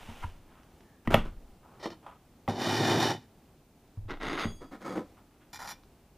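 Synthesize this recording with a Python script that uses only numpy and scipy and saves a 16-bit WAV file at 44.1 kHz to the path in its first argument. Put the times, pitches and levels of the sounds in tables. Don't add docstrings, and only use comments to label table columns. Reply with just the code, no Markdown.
import sys
import numpy as np
from scipy import signal
from scipy.fft import rfft, irfft, next_fast_len
from scipy.io import wavfile
from scipy.ndimage import uniform_filter1d, map_coordinates

SR = 44100
rng = np.random.default_rng(int(sys.argv[2]) if len(sys.argv) > 2 else 0)


def to_wav(s):
    ch = np.atleast_2d(s).T
    pcm = np.round(np.clip(ch, -1, 1) * 32767)
    wavfile.write(sys.argv[1], SR, pcm.astype(np.int16))


N = 272097
TIME = np.arange(N) / SR
FFT_SIZE = next_fast_len(N + SR // 2, True)
HZ = np.fft.rfftfreq(FFT_SIZE, 1 / SR)

# (start [s], length [s], crunch level [dB], hiss level [dB])
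DRAG_STROKES = [(4.074, 0.038, -40, -44.5), (4.192, .15, -37, -39), (4.355, 0.056, -38, -35),
                (4.43, 0.045, -45, -54)]
SWEEP_STROKES = [(4.6, .035, -43, -56.5), (4.705, .04, -43, -52), (4.8, 0.13, -45.5, -52),
                 (4.835, 0.093, -37, -47), (4.945, 0.033, -31, -46)]
TRIM_STROKES = [(5.5295, 0.0047, -44, -41.5), (5.538, .03, -47, -46), (5.589, 0.074, -42.5, -49),
                (5.67, 0.051, -44, -43)]
DRAG_SHAPE = dict(attack_s=0.038, release_db_per_s=270)
SWEEP_SHAPE = dict(attack_s=0.02, release_db_per_s=330)
TRIM_SHAPE = dict(attack_s=0.002, release_db_per_s=1000)


def pattern_grind():
    # (time [s], crunch level [dB], hiss level [dB])
    push = [(2.485, -25, -40), (2.545, -40.5, -52), (2.621, -30, -36), (2.771, -30, -33),
            (2.803, -27.5, -35.5), (2.881, -27, -30.5), (2.979, -26.5, -35), (3.031, -28.5, -29.5),
            (3.117, -30, -36), (3.193, -62, -63), (3.26, -69, -70)]
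    # (frequency [Hz], level [dB])
    colour = [(120, -32), (200, -4), (248, 5), (370, 17), (550, -16), (804, -2), (1630, -11.5),
              (1850, -5.5), (2650, -39), (3670, -16.5), (15000, -40.5)]
    # (frequency [Hz], half-width [Hz], level [dB])
    deep = [(108.6, 7.1, 15), (147, 18, 8), (249.7, 9.1, 12.5)]
    middle = [(118, 19, -26.5), (363, 370, 0), (777, 150, 5), (1843, 88, -15), (2423, 50, -12.5),
              (2997, 71, -10), (3650, 110, -10), (4280, 39, -14), (4830, 111, -17.5), (5600, 274, -17),
              (6450, 110, -40), (7160, 83, -24), (7560, 40, -42.5)]
    high = [(8730, 150, -1.5), (9300, 150, -6), (10340, 260, -3), (11850, 140, 1), (13500, 220, -3)]
    # (frequency [Hz], level [dB])
    modes = [(782, -43), (814, -42), (896, -35), (1782, -63), (2385, -71), (2968, -55), (3690, -65)]
    peaks = deep + middle + [(hz, width, db - 33) for hz, width, db in high]
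    board = body(colour, peaks, broad_db=-7)
    board *= 1 - 1 / (1 + (HZ / 90) ** 8)
    times, *columns = np.transpose(push)
    effort = [amp(np.interp(TIME, times, db, left=-np.inf, right=-np.inf)) for db in columns]
    grind = rub(effort, board, grains(rate=900, spread_db=1), fine_db=7.5, crunch_db=-0.5, hiss_db=1)
    return grind + ring(effort, modes, t60=0.13, width_hz=60, db=-4)


def pattern_slide():
    # (start [s], length [s], crunch level [dB], hiss level [dB])
    strokes = [(1.793, 0.049, -53, -57), (1.825, .043, -38.5, -43.5), (1.852, .014, -33, -48),
               (1.898, 0.03, -46, -53)]
    # (frequency [Hz], level [dB])
    colour = [(76, -41), (130, -29), (282, 0), (324, 7.5), (482, 5), (929, 5), (1380, -5.5), (1620, -25.5),
              (1940, -6), (2610, -37), (3000, -19), (4290, -15), (15000, -44.5)]
    # (frequency [Hz], half-width [Hz], level [dB])
    peaks = [(330, 26, -6), (1370, 47, -21), (1830, 100, -17.5), (2370, 39, -16.5), (3030, 104, -19.5),
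             (3680, 41, -20), (4320, 83, -23), (5400, 250, -26.5)]
    return rub(envelopes(strokes, attack_s=0.007, release_db_per_s=680), body(colour, peaks, broad_db=-12),
               grains(rate=1100, spread_db=4), fine_db=3, crunch_db=-1.5, hiss_db=0)


def tool_scrape():
    # (frequency [Hz], level [dB])
    drag_colour = [(76, -31), (130, -1), (344, 5.5), (566, -0.5), (676, 1.5), (1360, -5), (1720, -17.5),
                   (2100, -10), (2360, -21), (3660, -25), (9880, -51.5), (11100, -47.5), (15000, -62)]
    sweep_colour = [(88, -53), (150, -26.5), (193, 1.5), (350, -2.5), (386, -1.5), (416, -13), (505, 4.5),
                    (612, -15), (1250, -19), (2700, -38), (3470, -33), (15000, -51)]
    trim_colour = [(320, -34), (550, -33), (983, -1), (1190, -14), (1430, -13.5), (2350, 0), (2740, -21.5),
                   (3610, -7.5), (3920, -6), (5540, -10), (6100, -14), (7310, -9), (8050, -20),
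                   (13600, -12.5), (15000, -53)]
    # (frequency [Hz], half-width [Hz], level [dB])
    drag_peaks = [(320, 67, 2), (1340, 77, -24), (1610, 26, -6), (1930, 55, -12), (2820, 190, -23),
                  (3700, 170, -17), (4200, 24, -35), (5060, 18, -23.5)]
    sweep_peaks = [(223, 120, -11.5), (743, 70, -11.5), (1000, 52, -14.5), (1305, 83, -14.5),
                   (1770, 110, -27), (2200, 100, -30.5)]
    trim_peaks = [(844, 150, -7), (1430, 105, -9), (1835, 78, -7.5), (2980, 110, -14), (3450, 124, -18),
                  (4130, 32, -7), (4900, 63, -5.5), (5660, 270, -8), (7140, 77, -9.5), (9300, 180, -17),
                  (11040, 71, -11.5), (13300, 35, -15), (13600, 36, -13)]
    drag = rub(envelopes(DRAG_STROKES, **DRAG_SHAPE), body(drag_colour, drag_peaks, broad_db=5),
               grains(rate=600, spread_db=1), fine_db=-9.5, crunch_db=1.5, hiss_db=2.5, judder_db=1.5)
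    sweep = rub(envelopes(SWEEP_STROKES, **SWEEP_SHAPE), body(sweep_colour, sweep_peaks, broad_db=-4),
                grains(rate=1000, spread_db=1.5), fine_db=-4.5, crunch_db=-1, hiss_db=1)
    trim = rub(envelopes(TRIM_STROKES, **TRIM_SHAPE), body(trim_colour, trim_peaks, broad_db=-9.5),
               grains(rate=560, spread_db=2), fine_db=-2, crunch_db=-1, hiss_db=-1, judder_db=1.5)
    return drag + sweep + trim


def tool_ring():
    # (frequency [Hz], level [dB])
    loose = [(3343, -57.5), (4748, -57.5), (6492, -59.5), (6665, -61), (8554, -67.5), (8759, -69.5),
             (10815, -66), (11063, -73), (13302, -85), (13555, -73)]
    pressed = [(2380, -55.5), (3521, -55.5), (4140, -66.5), (5706, -73), (7200, -72), (13300, -68),
               (13600, -69)]
    damped = dict(t60=0.14, width_hz=110)
    dragged = ring(envelopes(DRAG_STROKES[1:2], **DRAG_SHAPE), loose, **damped, db=-4)
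    free = ring(envelopes(DRAG_STROKES[2:], **DRAG_SHAPE), loose, t60=0.6, width_hz=45, db=3, steady=1.4)
    swept = ring(envelopes(SWEEP_STROKES[2:4], **SWEEP_SHAPE), loose, **damped, db=-8.5)
    trimmed = ring(envelopes(TRIM_STROKES, **TRIM_SHAPE), pressed, t60=0.17, width_hz=100, db=-2)
    return dragged + free + swept + trimmed


def bench_knocks():
    # (time [s], thud level [dB], thud centre [Hz], crack level [dB])
    blows = [(1.0745, -17.5, 182, -21), (1.1408, -25.5, 80, -17), (1.1422, -18, 197, -11.5),
             (1.1434, -23.5, 560, -4.5), (1.858, -41.5, 650, -26.5), (2.4785, -25, 696, -24.5),
             (2.481, -23, 170, -35.5), (3.974, -29.5, 94.5, -55.5), (4.054, -35, 95, -71),
             (4.446, -42, 330, -26.5), (4.451, -22, 177, -40), (4.977, -26, 340, -31)]
    # (frequency [Hz], level [dB], t60 [s])
    modes = [(79.8, -5.5, 0.32), (102.5, 5.5, 0.15), (167.3, -2.5, 0.089), (230.7, 3, 0.085),
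             (326.6, 3, 0.11), (468, -0.5, 0.13), (596.4, -5, 0.25), (795, 4, 0.15), (1123, -13, 0.15),
             (1360, -13.5, .2), (1920, -11.5, 0.19)]
    return strike(blows, modes, crack_t60=0.024, rattle_db=-27.5, click_db=12)


def bucket():
    # (start [s], length [s], crunch level [dB], hiss level [dB])
    pours = [(-0.012, 0.24, -51, -57)]
    scuffs = [(.075, 0.025, -47.5, -53), (.212, .031, -32.5, -49)]
    # (frequency [Hz], level [dB])
    colour = [(180, -38), (300, -12), (691, -9), (884, -4.5), (1080, -9), (1400, -10.5), (1820, -11),
              (3020, -9), (4320, -20.5), (5900, -21), (15000, -30.5)]
    # (frequency [Hz], half-width [Hz], level [dB])
    peaks = [(923, 40, 0.5), (1380, 38, -4), (1710, 67, -32), (2080, 140, -7.5)]
    # (time [s], thud level [dB], thud centre [Hz], crack level [dB])
    bumps = [(0.088, -34, 146, -44), (0.243, -26.5, 82, -58)]
    # (frequency [Hz], level [dB], t60 [s])
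    modes = [(54, -7, 0.14), (87, -0.5, 0.099), (234, -6.5, 0.11), (910, -6, .1)]
    pour = rub(envelopes(pours, attack_s=0.01, release_db_per_s=97), amp(along(colour)),
               grains(rate=2500, spread_db=1), fine_db=10, crunch_db=-4.5, hiss_db=1)
    wall = body(colour, peaks, broad_db=-6.5)
    scuff = rub(envelopes(scuffs, attack_s=0.051, release_db_per_s=2800), wall,
                grains(rate=4000, spread_db=1.5), fine_db=3.5, crunch_db=2.5, hiss_db=5.5)
    return pour + scuff + strike(bumps, modes, crack_t60=0.05, rattle_db=-25, click_db=16)


def scoop():
    # (start [s], length [s], level [dB])
    song_span = [(.83, .13, -72)]
    # (start [s], length [s], crunch level [dB], hiss level [dB])
    bursts = [(1.045, .025, -59, -62.5), (1.1, 0.058, -30.5, -41), (1.243, .015, -44.5, -55.5)]
    # (frequency [Hz], level [dB])
    colour = [(76, -28.5), (130, -4), (395, -8.5), (533, -12.5), (1470, -14), (1720, -21), (2940, -24),
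              (3960, -31.5), (5450, -36.5), (15000, -49)]
    start_hz, sag_hz_per_s = 1780, 330
    pitch = start_hz - sag_hz_per_s * np.clip(TIME - song_span[0][0], 0, 1)
    song = envelopes(song_span, attack_s=0.033, release_db_per_s=150)[0] * waver(pitch, width_hz=240)
    rush_and_skid = rub(envelopes(bursts, attack_s=0.009, release_db_per_s=250), amp(along(colour)),
                        grains(rate=2500, spread_db=6), fine_db=0, crunch_db=0, hiss_db=1.5)
    return song + rush_and_skid


def grit():
    # (time [s], level [dB])
    ticks = [(0.633, -43), (0.807, -41.5), (1.904, -29), (4.108, -28), (4.23, -24.5), (4.284, -22),
             (4.329, -24.5), (4.396, -17.5), (4.415, -18.5), (5.682, -26), (5.835, -41.5)]
    colour = [(300, -12), (1100, 12), (3000, 4.5), (6000, 1), (9000, -25.5), (15000, -20.5)]  # [Hz], [dB]
    t60 = 0.016
    t = np.arange(SR // 50) / SR
    snaps = np.zeros(N + SR)
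    for start, db in ticks:
        snaps[round(start * SR):][:len(t)] += amp(db - 14 - 60 * t / t60) * rng.standard_normal(len(t))
    return filtered(snaps[:N], minimum_phase(amp(along(colour))))


def cloth():
    # (start [s], length [s], crunch level [dB], hiss level [dB])
    sleeve = [(.44, 0.094, -58.5, -63.5)]
    glove = [(1.625, 0.19, -57, -73), (2.025, 0.033, -55, -66), (2.058, .033, -45.5, -56.5),
             (5.167, 0.017, -58, -66), (5.304, 0.013, -65.5, -68), (5.403, .015, -73.5, -65.5)]
    # (frequency [Hz], level [dB])
    colour = [(240, -24.5), (400, -13), (900, -6), (1020, -6.5), (1180, -12), (1300, -8), (1910, -18),
              (3290, -22.5), (4310, -37), (12000, -43), (15600, -85), (22000, -120)]
    # (frequency [Hz], half-width [Hz], level [dB])
    peaks = [(1030, 58, -21.5), (1230, 92, 10)]
    effort = envelopes(sleeve, attack_s=0.097, release_db_per_s=70)
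    effort += envelopes(glove, attack_s=0.0033, release_db_per_s=210)
    return rub(effort, body(colour, peaks, broad_db=26), grains(rate=1100, spread_db=1.5),
               fine_db=-12.5, crunch_db=-3.5, hiss_db=-0.5)


def bench_sway():
    # (start [s], length [s], level [dB])
    sways = [(0, 0.23, -56.5), (.2, 0.034, -45.5), (1.06, 0.16, -37.5), (3.97, 0.34, -50),
             (4.44, 0.045, -46)]
    # (frequency [Hz], level [dB])
    colour = [(10, -4), (18, 5), (28, -0.5), (45, -7), (62, -16), (90, -33.5), (160, -78)]
    rumble = filtered(rng.standard_normal(N), amp(along(colour)))
    running_rms = np.sqrt(np.abs(uniform_filter1d(rumble ** 2, size=SR // 12)) + 1e-20)
    return amp(5.5) * envelopes(sways, attack_s=0.028, release_db_per_s=90)[0] * rumble / running_rms


def workshop(x, wet_db):
    # (frequency [Hz], t60 [s])
    decay_times = [(100, 0.51), (500, 0.074), (3000, 0.23), (12000, 0.083)]
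    hz, t, noise = signal.stft(rng.standard_normal(SR // 2), SR, nperseg=256)
    decay = amp(-60 * t / along(decay_times, hz)[:, None])
    tail = signal.istft(noise * decay, SR, nperseg=256)[1]
    tail = np.pad(tail / np.linalg.norm(tail), (SR // 250, 0))
    return (x + amp(wet_db) * signal.fftconvolve(x, tail)[:N]) / np.hypot(1, amp(wet_db))


def background():
    # (frequency [Hz], level [dB])
    colour = [(12, -32), (20, -2), (90, -2), (125, -4.5), (258, -4.5), (391, -9.5), (531, -14.5),
              (828, -14), (900, -17), (1850, -27), (2190, -26), (5470, -33.5), (14100, -40.5),
              (15300, -33.5)]
    air = filtered(rng.standard_normal(N), amp(along(colour)))
    drift = amp(-59 + 1.5 * wobble(4.9))
    return drift * air / rms(air) + amp(-72.5) * rng.standard_normal((2, N))


def rub(effort, gain, coarse, fine_db, crunch_db, hiss_db, judder_db=1):
    crunch, hiss = effort
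    low_share = 1 / (1 + (HZ / 1500) ** 6)
    fine = grains(rate=9000, spread_db=0)
    judder = amp(judder_db * wobble(220))
    bands = (crunch * amp(crunch_db), low_share, 0.35), (hiss * amp(hiss_db), 1 - low_share, amp(fine_db))
    sound = 0
    for level, share, fine_gain in bands:
        drive = judder * (coarse + fine_gain * fine)
        band = gain * np.sqrt(share)
        sound += filtered(level * drive / rms(drive), minimum_phase(band / rms(band)))
    return sound


def grains(rate, spread_db):
    chance, size, sign = rng.random(N), rng.standard_normal(N), rng.choice([-1, 1], N)
    train = (chance < rate / SR) * sign * amp(spread_db * np.clip(size, -2, 2))
    return train / rms(train)


def body(colour, peaks, broad_db):
    resonances = sum(amp(db) / (1 + ((HZ - hz) / width) ** 2) for hz, width, db in peaks)
    return amp(along(colour) + broad_db) + resonances


def ring(effort, modes, t60, width_hz, db, steady=0):
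    retained = amp(-120 / (t60 * SR))
    hiss_power = effort[1] ** 2
    swell = np.sqrt(signal.lfilter([1 - retained], [1, -retained], hiss_power))
    tones = sum(amp(level) * waver(hz, width_hz, steady) for hz, level in modes)
    return amp(db) * tones * swell / swell.max()


def strike(blows, modes, crack_t60, rattle_db, click_db):
    # (frequency [Hz], level [dB])
    crack_colour = [(76, -36.5), (130, -5), (227, 3), (380, -9.5), (612, -0.5), (893, -9), (1230, -2.5),
                    (1650, -23.5), (1940, -7), (2360, -15.5), (3250, -16.5), (3960, -28), (7790, -42),
                    (12100, -31), (15000, -45)]
    bright_hz, db_per_octave, rattle_t60 = 16370, 21, 0.19
    t = np.arange(SR // 2) / SR
    tones = np.array([(-1) ** k * amp(-60 * t / t60) * np.sin(2 * np.pi * hz * t)
                      for k, (hz, _, t60) in enumerate(modes)])
    thuds, cracks = np.zeros((2, N + SR))
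    for start, thud_db, centre_hz, crack_db in blows:
        span = slice(round(start * SR), round(start * SR) + len(t))
        weights = np.array([amp(db) / (1 + np.log2(hz / centre_hz) ** 2) ** 2 for hz, db, _ in modes])
        thuds[span] += amp(thud_db) * (weights / np.linalg.norm(weights)) @ tones
        decay = 0.5 * amp(-60 * t / crack_t60) + amp(rattle_db - 60 * t / rattle_t60)
        burst = decay * rng.standard_normal(len(t))
        burst[0] += amp(click_db)
        cutoff_hz = bright_hz * 2 ** (crack_db / db_per_octave)
        pole = np.exp(-2 * np.pi * cutoff_hz / SR)
        cracks[span] += amp(crack_db) * signal.lfilter([1 - pole], [1, -pole], burst)
    gain = amp(along(crack_colour))
    return thuds[:N] + filtered(cracks[:N], minimum_phase(gain / rms(gain)))


def envelopes(strokes, attack_s, release_db_per_s):
    gains = 0
    for start, length, *dbs in strokes:
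        rise = np.sin(np.pi / 2 * np.clip((TIME - start) / attack_s, 0, 1)) ** 2
        fall = amp(-release_db_per_s * np.clip(TIME - start - length, 0, 1))
        gains = np.maximum(gains, np.outer(amp(dbs), rise * fall))
    return gains


def waver(hz, width_hz, steady=0):
    phase = 2 * np.pi * np.cumsum(hz * np.ones(N)) / SR
    line = (steady + wobble(width_hz)) * np.sin(phase) + wobble(width_hz) * np.cos(phase)
    return line / rms(line)


def wobble(rate):
    return map_coordinates(rng.standard_normal(int(N * rate / SR) + 4), [TIME * rate], order=1)


def minimum_phase(gain):
    cepstrum = irfft(np.log(np.maximum(gain, 1e-6)), FFT_SIZE)
    cepstrum[1:FFT_SIZE // 2] *= 2
    cepstrum[FFT_SIZE // 2 + 1:] = 0
    return np.exp(rfft(cepstrum))


def filtered(x, response):
    return irfft(rfft(x, FFT_SIZE) * response, FFT_SIZE)[..., :N]


def along(points, hz=HZ):
    frequencies, values = np.transpose(points)
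    return np.interp(np.log(hz + 1), np.log(frequencies + 1), values)


def amp(db):
    return 10 ** (np.asarray(db) / 20)


def rms(x):
    return np.sqrt(np.mean(x ** 2) + 1e-20)


def scene():
    # (frequency [Hz], level [dB])
    side_levels = [(100, -71), (380, -51.5), (700, -56.5), (1280, -31.5), (4000, -28), (8000, -19.5),
                   (15000, -22)]
    side_phase_rad = 2.5
    wide = workshop(bench_knocks(), wet_db=-12)
    wide += workshop(pattern_grind() + pattern_slide() + bucket() + scoop(), wet_db=-14)
    centred = workshop(tool_scrape() + tool_ring() + grit() + cloth(), wet_db=-12.5)
    mid = wide + centred + bench_sway()
    side = filtered(wide, np.exp(1j * side_phase_rad) * amp(along(side_levels)))
    return np.array([mid + side, mid - side]) + background()


def record(dry):
    return filtered(dry, HZ < 15400)


dry = scene()
out = record(dry)
to_wav(out)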